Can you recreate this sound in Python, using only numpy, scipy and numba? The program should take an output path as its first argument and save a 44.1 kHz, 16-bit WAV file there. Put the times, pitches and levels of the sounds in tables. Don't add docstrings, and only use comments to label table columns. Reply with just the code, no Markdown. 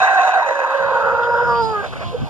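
import sys
import numpy as np
from scipy import signal
from scipy.fft import rfft, irfft
from scipy.io import wavfile
from scipy.ndimage import uniform_filter1d
from numba import njit

SR = 44100
rng = np.random.default_rng(int(sys.argv[2]) if len(sys.argv) > 2 else 0)


def materialize(psi):
    bounded = np.clip(np.atleast_2d(psi).T, -1, 1)
    quanta = np.round(bounded * 32767).astype(np.int16)
    wavfile.write(sys.argv[1], SR, quanta)


def how_loud(loudness_db):
    steps = np.asarray(loudness_db, float) / 20
    return 10 ** steps


N = 101165


def cols(table, t):
    a = np.array(table, float)
    return [np.interp(t, a[:, 0], c) for c in a[:, 1:].T]


def level(x, db):
    return x * how_loud(db) / np.sqrt(np.mean(x ** 2))


def noise():
    return rng.standard_normal(N)


@njit
def svf(x, hz, width):
    y, b, l = np.empty(len(x)), 0., 0.
    for i in range(len(x)):
        g, k = np.tan(np.pi * hz[i] / SR), width / hz[i]
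        v = (b + g * (x[i] - l)) / (1 + g * (g + k))
        b, l, y[i] = 2 * v - b, l + 2 * g * v, k * v
    return y


def band(x, hz, width_hz):
    return svf(x, hz + np.zeros(N), 1. * width_hz)


def steep(x, hz, width_hz):
    return band(band(x, hz, width_hz), hz, width_hz)


def walk(rate):
    size = int(SR / rate)
    w = uniform_filter1d(uniform_filter1d(noise(), size), size)
    return w / w.std()


def burst(t, start, length):
    u = np.clip((t - start) / length, 0, 1)
    return np.sin(np.pi * u ** 0.76) ** 2


def far_birds():
    chatter_hz, width_hz, chatter_db = 2585, 770, -50.5
    flicker = how_loud(2.5 * walk(25))
    return level(flicker * steep(noise(), chatter_hz, width_hz), chatter_db)


# (frequency [Hz], level [dB])
BUSTLE = [(200, -7), (500, -6), (900, 0), (1900, -23), (2700, -5.5), (4000, -21.5), (8000, -32),
          (15000, -49)]


def yard():
    bustle_db, duck_db, duck_ends_s, release_s = -35.5, -5, 1.517, 0.17
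    f, db = np.array(BUSTLE).T
    out = 0
    for hz in 200 * 2 ** np.arange(0, 6.3, .5):
        gain_db = np.interp(np.log(hz), np.log(f), db) + 10 * np.log10(hz)
        gain_db = gain_db + 2.6 * walk(15)
        out = out + how_loud(gain_db) * level(steep(noise(), hz, hz / 2), 0)
    duck = np.clip((duck_ends_s - np.arange(N) / SR) / release_s, 0, 1)
    return (level(out, bustle_db) + far_birds()) * how_loud(duck_db * duck)


# (time [s], level [dB])
GUSTS = [(0.0, -45), (0.05, -60.5), (0.78, -68.5), (0.81, -45), (1.01, -58.5), (1.03, -45.5), (1.31, -49.5),
         (1.34, -43), (1.38, -46.5), (1.49, -39.5), (1.59, -41), (1.64, -37), (1.71, -45), (2.06, -45.5),
         (2.12, -43), (2.17, -46.5), (2.23, -33.5), (2.29, -54)]


def puff():
    hz, width_hz = 108, 124
    return level(band(steep(noise(), hz, width_hz * 2), hz, width_hz), 0)


def wind(t):
    wind_db = 12
    gust = how_loud(cols(GUSTS, t)[0] + wind_db + 2 * walk(35))
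    opposite = puff() * np.array([[1], [-1]])
    own = np.array([puff(), puff()])
    return gust * (opposite + how_loud(-7) * own)


# (time [s], length [s], level [dB], centre [Hz])
FOOT_SCUFFS = [
    (1.215, .07, -39, 3300),
    (1.54, .045, -41, 2700),
    (1.84, .08, -43, 3500),
]


def scuffs(t):
    grit = noise() * how_loud(2 * walk(900))
    return sum(burst(t, s, n) * level(steep(grit, hz, 1500), db) for s, n, db, hz in FOOT_SCUFFS)


# (time [s], length [s], pitch [Hz], level [dB], overtone [dB])
HEN_CALLS = [
    (.2, .03, 1062, -16, -30),
    (2.124, .02, 470, -25, -20),
    (2.14, .025, 480, -16, -20),
    (2.03, .12, 349, -46, 7),
    (2.14, .14, 765, -43, 0),
]


def clucks(t):
    out = 0
    for s, n, hz, db, over_db in HEN_CALLS:
        pitch_hz = hz * (1 + 0.00954 * walk(40))
        p = 2 * np.pi * np.cumsum(pitch_hz) / SR
        third = how_loud(over_db) * np.sin(3 * p) * (hz < 700)
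        tone = np.sin(p) + how_loud(over_db) * (np.sin(2 * p) + third)
        shape = burst(t, s, n) ** min(1, .03 / n)
        out = out + how_loud(db) * shape * tone
    return out


# (time [s], length [s], level [dB])
GASPS = [
    (1.812, .08, -24),
    (1.921, .025, -24),
    (1.95, .04, -27),
    (1.985, .075, -25),
]


def rasps(t):
    air = noise() * how_loud(4 * np.tanh(walk(200)))
    air = level(steep(air, 660, 350) + how_loud(-5) * steep(air, 1120, 700), 0)
    return air * sum(how_loud(db) * burst(t, s, n) for s, n, db in GASPS)


def membrane(t, hz, db, rough, swap):
    jitter, drift, shimmer_db, flutter_db = .22, .17, 5.0, 1.5
    phase = np.cumsum(hz) / SR
    k = np.arange(1, int(phase[-1]))
    at = np.interp(k, phase, np.arange(N)).astype(int)
    c = rng.standard_normal((2000, 3))[:len(k)].T
    r = np.clip(rough[at], 0, 1)
    cycle = k + jitter * r * c[0] + np.cumsum(drift * r * c[1])
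    when = np.interp(cycle, phase, np.arange(N))
    alternate = 1 + swap[at] * (-1.) ** k
    size = how_loud(db[at] + shimmer_db * r * c[2]) * alternate / np.sqrt(hz[at] / 500)
    taps = when.astype(int)[:, None] + np.arange(-7, 9)
    d = taps - when[:, None]
    pulse = np.sinc(d) * np.cos(np.pi * d / 16) ** 2
    out = np.zeros(N)
    np.add.at(out, np.clip(taps, 0, N - 1), size[:, None] * pulse)
    return out * how_loud(flutter_db * rough * walk(70))


# (time [s], pitch [Hz], level [dB], roughness [0-1])
UPPER_MEMBRANE = [
    (0, 756, -1, 0.55),
    (.2, 760.8, 0.5, 0.48),
    (.41, 740, 0, .6),
    (.415, 563.3, -4.5, 0.77),
    (.75, 550.7, 0, .4),
    (.9, 544.4, -1, 0.4),
    (1.25, 532.7, -8.5, .5),
    (1.5, 545.6, -5.5, .6),
    (1.6, 562, -33, 0.5),
]
# (time [s], pitch [Hz], level [dB], roughness [0-1], strong-weak alternation [0-1])
LOWER_MEMBRANE = [(.4, 456, -32, .8, 0.2), (.6, 454.7, -18.5, 0.63, 0.4), (1.0, 461.1, -4, .4, 0),
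                  (1.25, 474, -1, .15, .1), (1.48, 478, -1, .18, .25), (1.505, 471.7, 1, 0, 1),
                  (1.6, 467.6, -1.5, 0.01, 0.69), (1.626, 449.4, -1.5, 0, 0.05), (1.7, 442.7, -5, .01, 0),
                  (1.75, 417, -4, 0.05, 0), (1.815, 398, 0, 0, 0), (1.83, 394, -14, 0.42, 0),
                  (1.86, 372.3, -6, 0, .3), (1.88, 380, -65.5, 0.1, 0)]


def syrinx(t):
    hz, db, rough = cols(UPPER_MEMBRANE, t)
    return membrane(t, hz, db, rough, 0 * t) + membrane(t, *cols(LOWER_MEMBRANE, t)), rough


def patch(t, rough):
    patchy_db, patchy_per_s, ends_s = 8, 75, 1.5
    hoarse = rough * np.clip((ends_s - t) * 20, 0, 1)
    return how_loud(patchy_db * hoarse * np.tanh(walk(patchy_per_s)))


THROAT_WIDTHS = [87, 95, 131]


def low_throat(src, t, rough, f1, f2, f3, db2, db3):
    linger_hz, linger_db, linger_ends_s, body_db = 740, -3, 0.69, -13
    w1, w2, w3 = THROAT_WIDTHS
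    low = patch(t, rough) * band(src, f1, w1)
    low = low - how_loud(db2) * patch(t, rough) * band(src, f2, w2)
    low = low + how_loud(db3) * patch(t, rough) * band(src, f3, w3)
    fade = np.clip((linger_ends_s - t) * 2, 0, 1)
    low = low + how_loud(linger_db) * patch(t, rough) * fade * band(src, linger_hz, 120)
    low = low + how_loud(body_db) * band(src, 1300, 600)
    return signal.sosfilt(signal.butter(6, [410, 1720], "band", fs=SR, output="sos"), low)


# (frequency [Hz], width [Hz], level [dB])
HIGH_RESONANCES = [(1886, 120, -15), (2160, 170, -38.5), (2550, 133, -18.5), (3840, 150, -24.5),
                   (5610, 710, -43), (6296, 960, -39.5), (8000, 300, -47.5), (10500, 1100, -53.5)]


def high_throat(src, t, rough):
    return sum((-1) ** k * how_loud(db) * patch(t, rough) * steep(src, hz, w * 2)
               for k, (hz, w, db) in enumerate(HIGH_RESONANCES))


# (multiple of the beak resonance [ratio], level [dB])
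BEAK_RESONANCES = [(.85, -6), (1, 0), (1.58, -19), (1.95, -23), (2.3, -26)]


def open_beak(src, t, beak_hz):
    opens_s, width_hz = 1.58, 600
    return sum(how_loud(db) * np.clip((t - opens_s) * 20 + (m == 1) * 99, 0, 1) * steep(src, beak_hz * m, width_hz)
               for m, db in BEAK_RESONANCES)


# (time [s], first [Hz], second [Hz], third low resonance [Hz], beak resonance [Hz],
# second level [dB], third level [dB], upper resonances level [dB], beak level [dB])
POSTURE = [(0, 726, 1040, 1607, 4800, 3, 3.5, 12, -36), (.41, 697, 1068, 1513, 4450, -0.5, -1, 5, -35.5),
           (.425, 605, 958, 1650, 4750, 4.5, -3, 6, -40), (.9, 539, 958, 1550, 4550, 3.5, -1.5, -2, -33.5),
           (1.1, 538, 863, 1332, 4730, 3, 1, -1, -35), (1.45, 540, 943, 1450, 5120, -2, -3.5, -13.5, -29.5),
           (1.55, 508, 1004, 1167, 4740, 3, 0, -27.5, -25.5),
           (1.64, 432, 935, 1510, 4785, 6.5, -8, -14.5, -13), (1.72, 432, 850, 1390, 4700, 0, -5, -13, -20),
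           (1.76, 464, 897, 1285, 4600, -2, 4, -3, -35),
           (1.81, 454, 898, 1530, 4310, -3.5, 0.5, -21, -35.5)]


def rooster(t):
    crow_db = -17.5
    src, rough = syrinx(t)
    f1, f2, f3, beak_hz, db2, db3, top_db, beak_db = cols(POSTURE, t)
    low = low_throat(src, t, rough, f1, f2, f3, db2, db3)
    top = how_loud(top_db) * high_throat(src, t, rough) + how_loud(beak_db) * open_beak(src, t, beak_hz)
    return level(low + top, crow_db) + rasps(t)


def walls(near, t):
    t60_s, walls_db, first_echo_s = .14, -11, .004
    t = t[:SR // 2]
    tail = rng.standard_normal((2, SR // 2)) * how_loud(-60 * t / t60_s) * (t > first_echo_s)
    tail = tail / np.sqrt((tail ** 2).sum(1))[:, None]
    return how_loud(walls_db) * signal.fftconvolve(near[None], tail, axes=1)[:, :N]


# (frequency [Hz], right port's lead [radians], left minus right [dB])
PORT_PAIR = [(200, -3.1, 0), (370, .2, -2), (550, .1, -7), (800, .2, -5), (1150, .1, -2), (1500, 1.1, 1),
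             (1950, 3.1, 1)]


def ports(x):
    comb_hz, stair = 2080, 0.14
    f = np.fft.rfftfreq(N, 1 / SR)
    hz, rad, db = np.array(PORT_PAIR).T
    lead = np.interp(f, hz, rad) + 2 * np.pi * np.maximum(f - hz[-1], 0) / comb_hz
    lead = lead - stair * np.sin(2 * lead) * (f > hz[-1])
    tilt_db = np.interp(f, np.r_[hz, 2500], np.r_[db, 0])
    spectrum = rfft(x)
    return np.array([irfft(spectrum * how_loud(s * tilt_db / 2) * np.exp(-.5j * s * lead), N) for s in (1, -1)])


def scene():
    t = np.arange(N) / SR
    near = rooster(t) + clucks(t) + scuffs(t)
    around = how_loud(-12) * np.array([yard(), yard()])
    return ports(near + yard()) + walls(near, t) + around + wind(t)


def low_pass(x):
    return signal.sosfilt(signal.butter(12, 15430, fs=SR, output="sos"), x)


def record(dry):
    ceiling = 1.3
    return low_pass(ceiling * np.tanh(dry / ceiling))


dry = scene()
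out = record(dry)
materialize(out)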